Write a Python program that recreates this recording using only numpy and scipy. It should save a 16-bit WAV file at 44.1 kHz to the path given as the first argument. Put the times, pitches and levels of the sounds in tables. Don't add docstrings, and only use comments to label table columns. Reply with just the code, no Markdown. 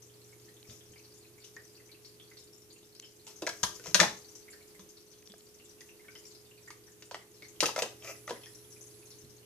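import sys
import numpy as np
from scipy import signal
from scipy.fft import rfft, irfft
from scipy.io import wavfile

SR = 44100
rng = np.random.default_rng(int(sys.argv[2]) if len(sys.argv) > 2 else 0)


def amplitude_ratio(level_db):
    exponent = np.asarray(level_db, float) / 20
    return 10 ** exponent


def file_out(sig):
    cols = np.atleast_2d(sig).T
    lim = np.clip(cols, -1, 1)
    pcm = np.round(lim * 32767).astype(np.int16)
    wavfile.write(sys.argv[1], SR, pcm)


N = 416744
HZ = np.maximum(np.fft.rfftfreq(N, 1 / SR), 1)


def rms_one(x):
    return x / np.sqrt(np.mean(x ** 2) + 1e-20)


def at_hz(points, hz):
    table_hz, values = np.array(points).T
    return np.interp(np.log(hz), np.log(table_hz), values)


def in_time(rows, outside=None):
    s, *columns = np.transpose(rows)
    return [np.interp(np.arange(N) / SR, s, c, outside, outside) for c in columns]


def band(x, low_hz, high_hz):
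    sos = signal.butter(2, [low_hz, min(high_hz, .45 * SR)], "band", fs=SR, output="sos")
    return signal.sosfilt(sos, x)


def add(track, s, sound):
    i = round(s * SR)
    track[..., i:i + sound.shape[-1]] += sound[..., :N - i]


def stereo_pair(mid, side, likeness):
    alike = np.clip(likeness, 0, 1)
    return np.sqrt(1 + alike) * mid + np.sqrt(1 - alike) * side * [[1], [-1]]


def bubble(hz, cycles, rise):
    t = np.arange(1500) / SR
    return np.sin(2 * np.pi * hz * t * (1 + rise * hz * t / cycles)) * amplitude_ratio(-60 * t * hz / cycles)


# start_s, second_order_db, seventh_order_db
HUM_SWELL = [(0.0, -65, -65.5), (0.37, -65, -64.5), (0.97, -67, -65), (2.31, -69.5, -65), (3.1, -73, -67),
             (3.53, -72, -62.5), (4.05, -67, -60), (4.29, -72.5, -63.5), (4.82, -84.5, -63.5),
             (5.05, -79.5, -66.5), (6.18, -81, -63.5), (6.45, -69, -65), (7.27, -71.5, -65.5),
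             (7.7, -64, -62), (9.0, -65.5, -63.5), (9.45, -64.5, -64.5)]
# order, level_db (rms)
STEADY_ORDERS = [(1, -109.5), (3, -78), (4, -77.5), (5, -78.5), (8, -81)]


def pump():
    mains_hz = 60.0
    turn = 2 * np.pi * mains_hz * np.arange(N) / SR
    second_db, seventh_db = in_time(HUM_SWELL)
    hum = sum(amplitude_ratio(db) * np.sin(order * turn + order) for order, db in STEADY_ORDERS)
    hum = hum + amplitude_ratio(second_db) * np.sin(2 * turn)
    seventh_lean = amplitude_ratio(np.array([[-1.5], [1.5]]))
    seventh = amplitude_ratio(seventh_db + 1.5) * np.sin(7 * turn) * seventh_lean
    return np.sqrt(2) * (hum + seventh)


# pitch_hz, level_db (per Hz)
AIR_COLOUR = [(20, -20.5), (40, -19.5), (85, -7), (180, -12), (260, -16.5), (340, -1), (390, -10),
              (520, -13.5), (700, -19), (1500, -22.5), (2600, -22), (5900, -23), (8000, -21), (14500, -25)]
# pitch_hz, likeness (0 to 1)
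AIR_LIKENESS = [(60, 0.41), (130, 0.49), (290, 0.81), (640, 0.26), (1400, 0), (3000, 0.024)]


def air():
    mean_db, follows = -74.0, 1
    seventh_db = in_time(HUM_SWELL)[1]
    level_db = mean_db + follows * (seventh_db - seventh_db.mean())
    mid, side = rfft(rng.standard_normal((2, N)))
    pair = stereo_pair(mid, side, at_hz(AIR_LIKENESS, HZ))
    return amplitude_ratio(level_db + 14.5) * rms_one(irfft(pair * amplitude_ratio(at_hz(AIR_COLOUR, HZ)), N))


def strays(count, least_db, low_hz, high_hz):
    spread_db = 6.0
    when, pitch, size = rng.random((count, 3)).T
    start_s = when * (N - SR // 20) / SR
    return list(zip(start_s, least_db + spread_db * size, low_hz * (high_hz / low_hz) ** pitch))


FLICKS = [0.022, 0.243, 0.7135, 0.919, 1.14, 1.1792, 1.645, 2.4367, 2.577, 3.3832, 4.8113, 5.115, 5.2574,
          5.543, 5.6463, 5.693, 5.86, 6.1067, 6.1874, 6.675, 6.867, 6.918, 7.054, 7.1445, 8.161, 8.434,
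          8.7055, 8.9896, 9.056, 9.185]
# start_s, peak_db, pitch_hz
SPLASHES = [(0.6744, -52, 5530), (0.7048, -44, 6400), (1.4414, -43, 5560), (2.3885, -43, 5240),
            (2.5306, -47, 5440), (2.7262, -46, 6840), (3.045, -45, 5250), (3.266, -42, 7180),
            (3.3604, -43, 6210), (4.1703, -40.5, 6200), (4.285, -44.5, 5760), (4.3529, -37.5, 6000),
            (4.5025, -42.5, 7300), (4.7949, -47, 6300), (4.8906, -44, 6160), (5.8056, -44.5, 6400),
            (6.162, -44, 5140), (6.279, -46.5, 7400), (8.272, -42, 5940), (8.2935, -43, 4240),
            (6.2535, -40.5, 5650), (6.3493, -44, 5100), (6.704, -46, 6040), (7.4843, -42.5, 6480),
            (8.467, -44.5, 5120), (8.5479, -42.5, 5642), (8.7195, -43.5, 5899), (8.8103, -40, 6150),
            (8.8671, -44.5, 6660), (9.1051, -43, 5418), (9.2114, -48.5, 5580), (9.2967, -47.5, 5470)]
# start_s, peak_db
SPITS = [(0.9793, -48), (1.048, -49), (1.4227, -51), (1.754, -47.5), (1.916, -44.5), (2.048, -41),
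         (2.2752, -53), (2.37, -43), (2.7034, -46), (2.95, -45), (4.2458, -44.5), (4.527, -45),
         (4.708, -56), (4.97, -46), (6.312, -46), (6.578, -53.5), (7.112, -44), (7.444, -45.5),
         (9.1134, -47.5)]


def splashes():
    spit_hz, flick_db = 4434, -52
    rows = SPLASHES + [(s, db, spit_hz) for s, db in SPITS]
    rows = rows + strays(28, -61, 5130, 7400)
    chance = strays(len(FLICKS), flick_db, 5440, 7220)
    rows = rows + [(s, db, hz) for s, (_, db, hz) in zip(FLICKS, chance)]
    out = np.zeros(N)
    for s, peak_db, hz in rows:
        add(out, s, amplitude_ratio(peak_db - 3.5) * bubble(hz, cycles=60.0, rise=.02))
        for late, pitch, size in rng.random((3, 3)):
            small = bubble(hz * 1.8 ** (pitch - .4), cycles=45.0, rise=0.11)
            add(out, s + 0.015 * late, amplitude_ratio(peak_db - 9.0 - size) * small)
    return out


def patter():
    out = np.zeros(N)
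    for s, peak_db, hz in strays(330, -58.5, 4090, 7800):
        add(out, s, amplitude_ratio(peak_db) * bubble(hz, cycles=40.0, rise=.04))
    return out


# start_s, pitch_hz
DRIPS = [(0.097, 3240), (0.3262, 2170), (0.483, 1870), (0.934, 3080), (0.996, 2570), (1.248, 2530),
         (1.3806, 2254), (1.437, 2920), (1.7754, 2600), (1.7987, 1950), (2.4249, 3700), (2.761, 2702),
         (2.8275, 3660), (4.609, 2270), (4.803, 3500), (5.137, 3340), (5.6565, 3570), (5.996, 2110),
         (6.462, 3550), (6.5763, 2420), (6.878, 1790), (7.2118, 2036), (7.5607, 3150), (8.149, 1980),
         (8.6454, 3350), (8.7623, 2400), (9.026, 2500), (9.4304, 2880)]
# start_s, peak_db, pitch_hz
DROPS = [(0.697, -44.5, 3630), (0.8082, -48, 3370), (0.9597, -48, 2260), (1.5655, -38, 1830),
         (1.892, -50.5, 2300), (1.945, -49.5, 2670), (2.199, -41, 3350), (2.3143, -46, 2050),
         (3.026, -44, 3050), (3.039, -42.5, 3060), (3.278, -56, 2660), (4.4812, -44, 2110),
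         (4.533, -44, 1790), (4.749, -51.5, 2040), (5.299, -45, 3420), (5.599, -47.5, 2750),
         (5.8095, -47.5, 1930), (5.89, -44.5, 2680), (6.0466, -52.5, 1757), (6.0832, -43.5, 2240),
         (6.085, -49.5, 1490), (6.154, -42, 3000), (6.19, -60, 3070), (6.154, -47, 2060),
         (8.296, -43, 2930), (0.567, -49.5, 3470), (6.512, -48, 2800), (6.677, -42, 1860),
         (6.7046, -44.5, 2130), (7.422, -41.5, 2170), (7.4477, -46.5, 2080), (8.3578, -47, 1990),
         (8.414, -54, 3040), (8.435, -40.5, 3280), (8.436, -49, 2450), (6.127, -57, 2270),
         (6.24, -58, 2350), (0.647, -54.5, 2300), (8.464, -47, 1840)]


def drops():
    drip_db = -52.5
    rows = DROPS + [(s, drip_db, hz) for s, hz in DRIPS] + strays(12, -64, 1940, 4800)
    out = np.zeros(N)
    for s, peak_db, hz in rows:
        add(out, s, amplitude_ratio(peak_db - 3.5) * bubble(hz, cycles=40.0, rise=.03))
    return out


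# start_s, peak_db, pitch_hz
GRIPS = [(0.4, -49, 4800), (0.49, -47, 4300), (0.629, -41.5, 4000), (1.5655, -38, 6100), (6.083, -50, 3200),
         (2.9975, -37, 10500), (3.024, -46, 5600), (2.9982, -44.5, 2780), (5.339, -51, 670),
         (5.408, -46.5, 4200), (0.936, -54, 2440), (8.459, -41, 3200), (7.056, -46, 6400),
         (2.951, -42, 8500), (2.999, -29.5, 6100), (3.131, -51, 11000), (5.2238, -46, 6200),
         (5.227, -51.5, 2500), (5.2745, -37.5, 4660), (5.3205, -38.5, 4720), (5.339, -50.5, 1590),
         (5.382, -37.5, 9550), (6.1525, -41, 6000), (8.459, -37.5, 5600)]


def grips():
    attack_s = 0.00015
    out, soft = np.zeros(N), 1 - np.exp(-np.arange(1500) / SR / attack_s)
    for s, peak_db, hz in GRIPS:
        click = bubble(hz, cycles=19.0, rise=0) + 0.53 * bubble(0.79 * hz, cycles=20.0, rise=0)
        add(out, s, amplitude_ratio(peak_db + 3.0) * soft * click)
    return out


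# pitch_hz, width_hz, level_db
SLIDE_BODY = [(600, 180, -1), (1260, 260, -6), (2050, 300, -4.5), (2500, 350, -2)]
# start_s, peak_s, end_s, body_db, hiss_db
SLIDES = [
    (0.64, 0.684, 0.77, -62, -54),
    (3.49, 3.505, 3.8, -67, -52),
    (3.737, 3.76, 3.77, -59, -42.5),
    (3.828, 3.86, 3.92, -48.5, -42),
    (7.68, 7.692, 7.27, -54, -46),
    (7.767, 7.79, 7.812, -34, -33),
    (8.012, 8.035, 8.08, -49.5, -48),
    (8.04, 8.087, 8.128, -40.5, -41.5),
    (3.26, 3.28, 3.34, -61.5, -53),
]


def slides():
    edge_db, hold, catches_per_s = -18, 0.65, 5000
    strength = amplitude_ratio(1.5 * np.minimum(rng.exponential(1, N), 3))
    catches = rng.standard_normal(N) * strength * (rng.random(N) < catches_per_s / SR)
    body = sum(amplitude_ratio(db) * rms_one(band(catches, hz - width / 2, hz + width / 2))
               for hz, width, db in SLIDE_BODY)
    hiss = rms_one(band(catches, 4800, 7200))
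    hiss = hiss + .35 * rms_one(band(catches, 8000, 13000)) + .25 * rms_one(band(catches, 3000, 4500))
    out = 0
    for start, peak, end, body_db, hiss_db in SLIDES:
        fade_s = peak + hold * (end - peak)
        shape = [(start, edge_db), (peak, 0), (fade_s, -2), (end, edge_db)]
        swell_db = in_time(shape, outside=-120)[0]
        out = out + amplitude_ratio(swell_db) * (amplitude_ratio(body_db - 9) * body + amplitude_ratio(hiss_db - 7.5) * hiss)
    return out


# start_s, peak_db, pitch_hz
THUDS = [(0.69, -46.5, 116), (0.9, -56, 104), (3.421, -41.5, 317.5), (3.63, -44, 90), (3.879, -45, 157),
         (3.948, -37.5, 184), (4.001, -30.5, 227), (4.011, -28.5, 177), (4.793, -51, 190),
         (5.299, -54, 214), (7.629, -43, 142), (8.307, -52, 255), (8.869, -57, 123), (9.239, -48, 123)]


def thuds():
    out, t = np.zeros(N), np.arange(6000) / SR
    for s, peak_db, hz in THUDS:
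        push = np.sin(2 * np.pi * hz * t) + 0.56 * np.sin(2 * np.pi * 1.9 * hz * t)
        add(out, s, amplitude_ratio(peak_db - 0.5) * push * amplitude_ratio(-60 * t / 0.12) * (1 - np.exp(-t / 0.00074)))
    return out


# start_s, peak_db, crack_db (re peak), toy_hz
TICKS = [(0.697, -52, 4, 3270), (1.4445, -59.5, 16.5, 2730), (3.797, -43.5, 1.5, 1490),
         (3.84, -51, 8, 2050), (3.869, -40.5, 6, 2080), (3.912, -49, 7, 965), (4.794, -50, 4, 1030),
         (5.808, -52.5, 9, 1870), (6.675, -54, -5, 1830), (7.0232, -48.5, 7.5, 1503),
         (7.423, -48, 2.5, 2190), (8.0248, -56, 0, 3040), (8.046, -47, 6, 1260)]
# start_s, peak_db, knock_db (re peak), crack_db (re peak), knock_hz
BUMPS = [(3.2679, -53, 4, 11.5, 830), (3.276, -51.5, 1, 8, 835), (3.4213, -37.5, 9, 8, 507),
         (3.426, -38.5, 8, -3, 407), (3.434, -39.5, 8.5, -7, 500), (3.4755, -32, 11.5, -12, 950),
         (4.0118, -22.5, 5.5, -1, 605), (7.1114, -34.5, 4.5, -1, 640), (7.1444, -32.5, 0, -9, 620),
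         (7.6274, -20.5, 3, -10, 490), (7.6385, -31.5, 6.5, -17, 560), (7.682, -43, 6, -9, 915),
         (7.687, -30, 5, -5, 895), (7.7788, -29, 6.5, -4, 607), (7.7885, -28, 3.5, -5, 620),
         (7.795, -46, 4, -9, 603), (7.832, -27.5, -7, -14, 600), (7.859, -41, 6, -9, 684),
         (8.2915, -38.5, 2, -2, 510), (8.296, -39, -4, 4, 1020), (8.3072, -25, -1.5, -7.5, 510),
         (8.3238, -45, 13.5, -4, 503)]
# start_s, peak_db, knock_db (re peak), crack_db (re peak), toy_hz
CLACKS = [(3.467, -23, -6, -6, 2100), (3.4722, -23, -5, -3, 1680), (3.492, -36, -4, 8, 1470),
          (3.4948, -33.5, -18, 1, 1654), (3.6319, -22.5, -13.5, 4, 1880), (3.6366, -24.5, -9.5, 7, 1004),
          (3.859, -36.5, -17, -3, 984), (3.9449, -15, -16, 6.5, 1640), (3.9485, -19.5, -13, 4.5, 3110),
          (3.9527, -16.5, -7.5, -3, 1540), (3.994, -18, -4.5, -12, 1294), (3.9994, -15.5, -18, -2, 2620),
          (4.0011, -7.5, -32.5, -2.5, 1785), (4.0123, -23.5, -18.5, 5, 1350), (4.023, -28, -11.5, -2, 1180),
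          (4.031, -19, -7, -3.5, 1014), (4.038, -22, -7, -5, 970), (6.7048, -39, -21, -1, 1165),
          (7.1445, -30, -15, -5.5, 1920), (7.6053, -18, -18, 4, 2950), (7.6324, -16, -14, -7.5, 1280),
          (7.6574, -21.5, -25.5, 2, 2630), (7.664, -30.5, -9, 6, 2786), (7.7618, -24.5, 0, -3.5, 1294),
          (7.791, -26, -24, -8, 2320), (7.8218, -20.5, 1, -2, 2795), (7.8243, -34, 0, 7, 2540),
          (8.0754, -38, -17, -10, 2490), (8.2781, -29, -7.5, -11.5, 1230)]


def contacts():
    board_hz, toy_on_box_hz = 585, 989
    tick_knock_hz, tick_knock_db = 434, -1.5
    ticks = [(s, db, tick_knock_db, crack_db, tick_knock_hz, hz) for s, db, crack_db, hz in TICKS]
    bumps = [(*row, toy_on_box_hz) for row in BUMPS]
    clacks = [(*row, board_hz, hz) for *row, hz in CLACKS]
    return ticks + bumps + clacks


def ringing(main_hz, others, span, below, t60):
    contact_s, main_weight = 0.0019, 1.84
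    t = np.arange(2400)[:, None] / SR
    place = (np.arange(others) + rng.random(others)) / others - below
    hz = main_hz * np.r_[1, span ** place]
    gains, turns = rng.random((2, others + 1))
    gains[0] = main_weight
    fade = amplitude_ratio(-60 * np.maximum(t - contact_s, 0) / t60) * (1 - np.exp(-t / 0.000043))
    rings = (gains * np.sin(2 * np.pi * (hz * t + turns)) * fade).sum(axis=1)
    return rings / np.abs(rings).max()


# pitch_hz, level_db
CRACK_COLOUR = [(2500, 5.5), (3500, 6), (4800, 4), (6000, 3.5), (7500, -3), (10000, -19), (15000, -21)]


def blows():
    out, t = np.zeros(N), np.arange(2400) / SR
    snap_db = 1.5
    colour = amplitude_ratio(at_hz(CRACK_COLOUR, np.maximum(np.fft.rfftfreq(2400, 1 / SR), 1)))
    snap = band(1. * (np.arange(2400) == 0), 1504, 8500) * 2
    crack_fade = amplitude_ratio(-60 * t / 0.0071) + 0.39 * amplitude_ratio(-60 * t / 0.055)
    for s, peak_db, knock_db, crack_db, knock_hz, toy_hz in contacts():
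        knock = ringing(knock_hz, others=7, span=2.0, below=.42, t60=0.021)
        knock = knock * (1 - np.exp(-t / 0.00088))
        body = ringing(toy_hz, others=11, span=2.8, below=.45, t60=0.024)
        grit = irfft(rfft(rng.standard_normal(2400)) * colour)
        crack = band(grit * crack_fade, 2820, 13800)
        crack = crack / np.abs(crack).max() + amplitude_ratio(snap_db) * snap
        blow = body + amplitude_ratio(knock_db) * knock + amplitude_ratio(crack_db + 4.5) * crack
        add(out, s, amplitude_ratio(peak_db - 2.5) * blow)
    return band(out, 98, 15000)


# start_s, peak_db, pitch_hz
PINGS = [(3.42, -42, 7650), (3.492, -38, 7660), (3.634, -17.5, 6240), (3.632, -33, 9800),
         (3.632, -23, 1850), (3.637, -27, 1150), (3.4945, -33.5, 1620), (3.994, -24, 1500),
         (4.03, -24.5, 1000), (3.945, -22, 4200), (4.003, -18, 4000), (4.002, -24.5, 5200),
         (4.014, -24, 5600), (3.869, -37, 7400), (3.911, -40.5, 6300), (7.607, -22.5, 8400),
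         (7.606, -22.5, 5200), (7.629, -32, 8600), (7.632, -26, 4540), (7.6572, -29.5, 8900),
         (7.662, -31, 11700), (7.664, -30, 6600), (7.685, -28, 4660), (7.761, -38, 8100),
         (7.7864, -37, 9100), (7.79, -36, 4450), (7.8238, -27.5, 7660), (8.024, -43, 3150)]


def pings():
    out = np.zeros(N)
    for s, peak_db, hz in PINGS:
        ping = bubble(hz, cycles=65.0, rise=0) + 0.75 * bubble(0.86 * hz, cycles=50.0, rise=0)
        add(out, s, amplitude_ratio(peak_db - 3.0) * ping)
    return out


# start_s, level_db
WHINE = [
    (8.1, -65),
    (8.2, -64.5),
    (9.15, -65.5),
    (9.22, -83),
]


def whine():
    centre_hz, width_hz = 10640, 1400
    low_hz, high_hz = centre_hz - width_hz / 2, centre_hz + width_hz / 2
    noise = band(rng.standard_normal((2, N)), low_hz, high_hz)
    core = band(noise, low_hz, high_hz)
    return amplitude_ratio(in_time(WHINE, outside=-120)[0]) * rms_one(core)


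# pitch_hz, likeness (0 to 1)
ROOM_LIKENESS = [(60, 0.85), (130, 0.97), (290, 0.92), (640, 0.6), (1400, 0.18), (3000, 0.2), (7000, 0.05)]
# pitch_hz, level_db
ROOM_COLOUR = [(120, 4.5), (600, -5.5), (2000, -1), (6000, -5), (12000, 2)]
# pitch_hz, t60_s
ROOM_T60 = [(100, 0.33), (500, 0.31), (2000, 0.27), (6000, 0.33), (12000, 0.25)]


def reflections(early_db):
    early_t60_s = 0.03
    t, edges = np.arange(SR // 3) / SR, 60 * 2 ** np.arange(0, 8.6, 1.0)
    tail = 0
    for low, high in zip(edges, edges[1:]):
        hz = np.sqrt(low * high)
        mid, side = band(rng.standard_normal((2, len(t))), low, high)
        pair = stereo_pair(mid, side, at_hz(ROOM_LIKENESS, hz))
        fade = amplitude_ratio(-60 * t / at_hz(ROOM_T60, hz)) + amplitude_ratio(early_db - 60 * t / early_t60_s)
        tail = tail + pair * amplitude_ratio(at_hz(ROOM_COLOUR, hz)) * fade
    tail = tail * (1 - np.exp(-(t / 0.0027) ** 2))
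    return tail / np.sqrt(np.sum(tail ** 2, axis=1, keepdims=True))


def room(x, early_db):
    paths, path_s = 5, .012
    turn = np.arange(N) / (SR * path_s) % paths
    out = 0
    for k in range(paths):
        apart = np.abs((turn - k + paths / 2) % paths - paths / 2)
        share = np.cos(np.pi / 2 * np.minimum(apart, 1))
        out = out + signal.oaconvolve((x * share)[None], reflections(early_db), axes=1)[:, :N]
    return out


# start_s, left_right_db, reflected_db
PLACE = [(0, 2, 0), (3.0, -4, 11.5), (3.45, 0, -4), (3.6, 3.5, -2), (3.9, 4, -2), (4.1, 5, 0),
         (5.3, -14, 0.5), (6.7, -3, -1.5), (7.12, -2, -2.5), (7.6, 2, -0.5), (7.75, 1.5, -2.5),
         (8.0, -0.5, -1.5), (8.3, 0.5, -1.5), (9.45, -2, -1)]


def scene():
    water = drops() + splashes() + patter()
    play, paws = blows() + pings() + slides(), thuds()
    side_db, wet_db = in_time(PLACE)
    direct = amplitude_ratio(side_db * [[.5], [-.5]]) * play
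    near = direct + room(amplitude_ratio(wet_db) * play + amplitude_ratio(-5.0) * paws, early_db=3.5)
    far = water + amplitude_ratio(7.0) * room(water, early_db=10.0)
    return near + far + paws + grips() + air() + pump() + whine()


# pitch_hz, left_right_db
PORT_COLOUR = [(300, 0.5), (2400, -0.4), (4400, 2), (6000, 12), (8100, -3.5), (11000, -12), (15000, -10.5)]


def ports():
    right_lag_s = 2.5 / SR
    hz = np.maximum(np.fft.rfftfreq(1024, 1 / SR), 1)
    fold = np.r_[1, 2 * np.ones(511), 1, np.zeros(511)]
    cepstrum = irfft(np.log(amplitude_ratio(at_hz(PORT_COLOUR, hz) * [[.5], [-.5]]))) * fold
    lag = np.exp(-2j * np.pi * hz * (16 / SR + right_lag_s * np.array([[0], [1]])))
    return irfft(np.exp(rfft(cepstrum)) * lag)


def low_pass(x):
    return signal.sosfilt(signal.butter(12, 15590, fs=SR, output="sos"), x)


def record(dry):
    ceiling, top_hz = 1.1, 14650
    heard = signal.oaconvolve(dry, ports(), axes=1)[:, 16:N + 16]
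    rounded = ceiling * np.tanh(heard / ceiling)
    top_cut = 1 / (1 + (HZ / top_hz) ** 150)
    return low_pass(irfft(rfft(rounded) * top_cut, N))


dry = scene()
out = record(dry)
file_out(out)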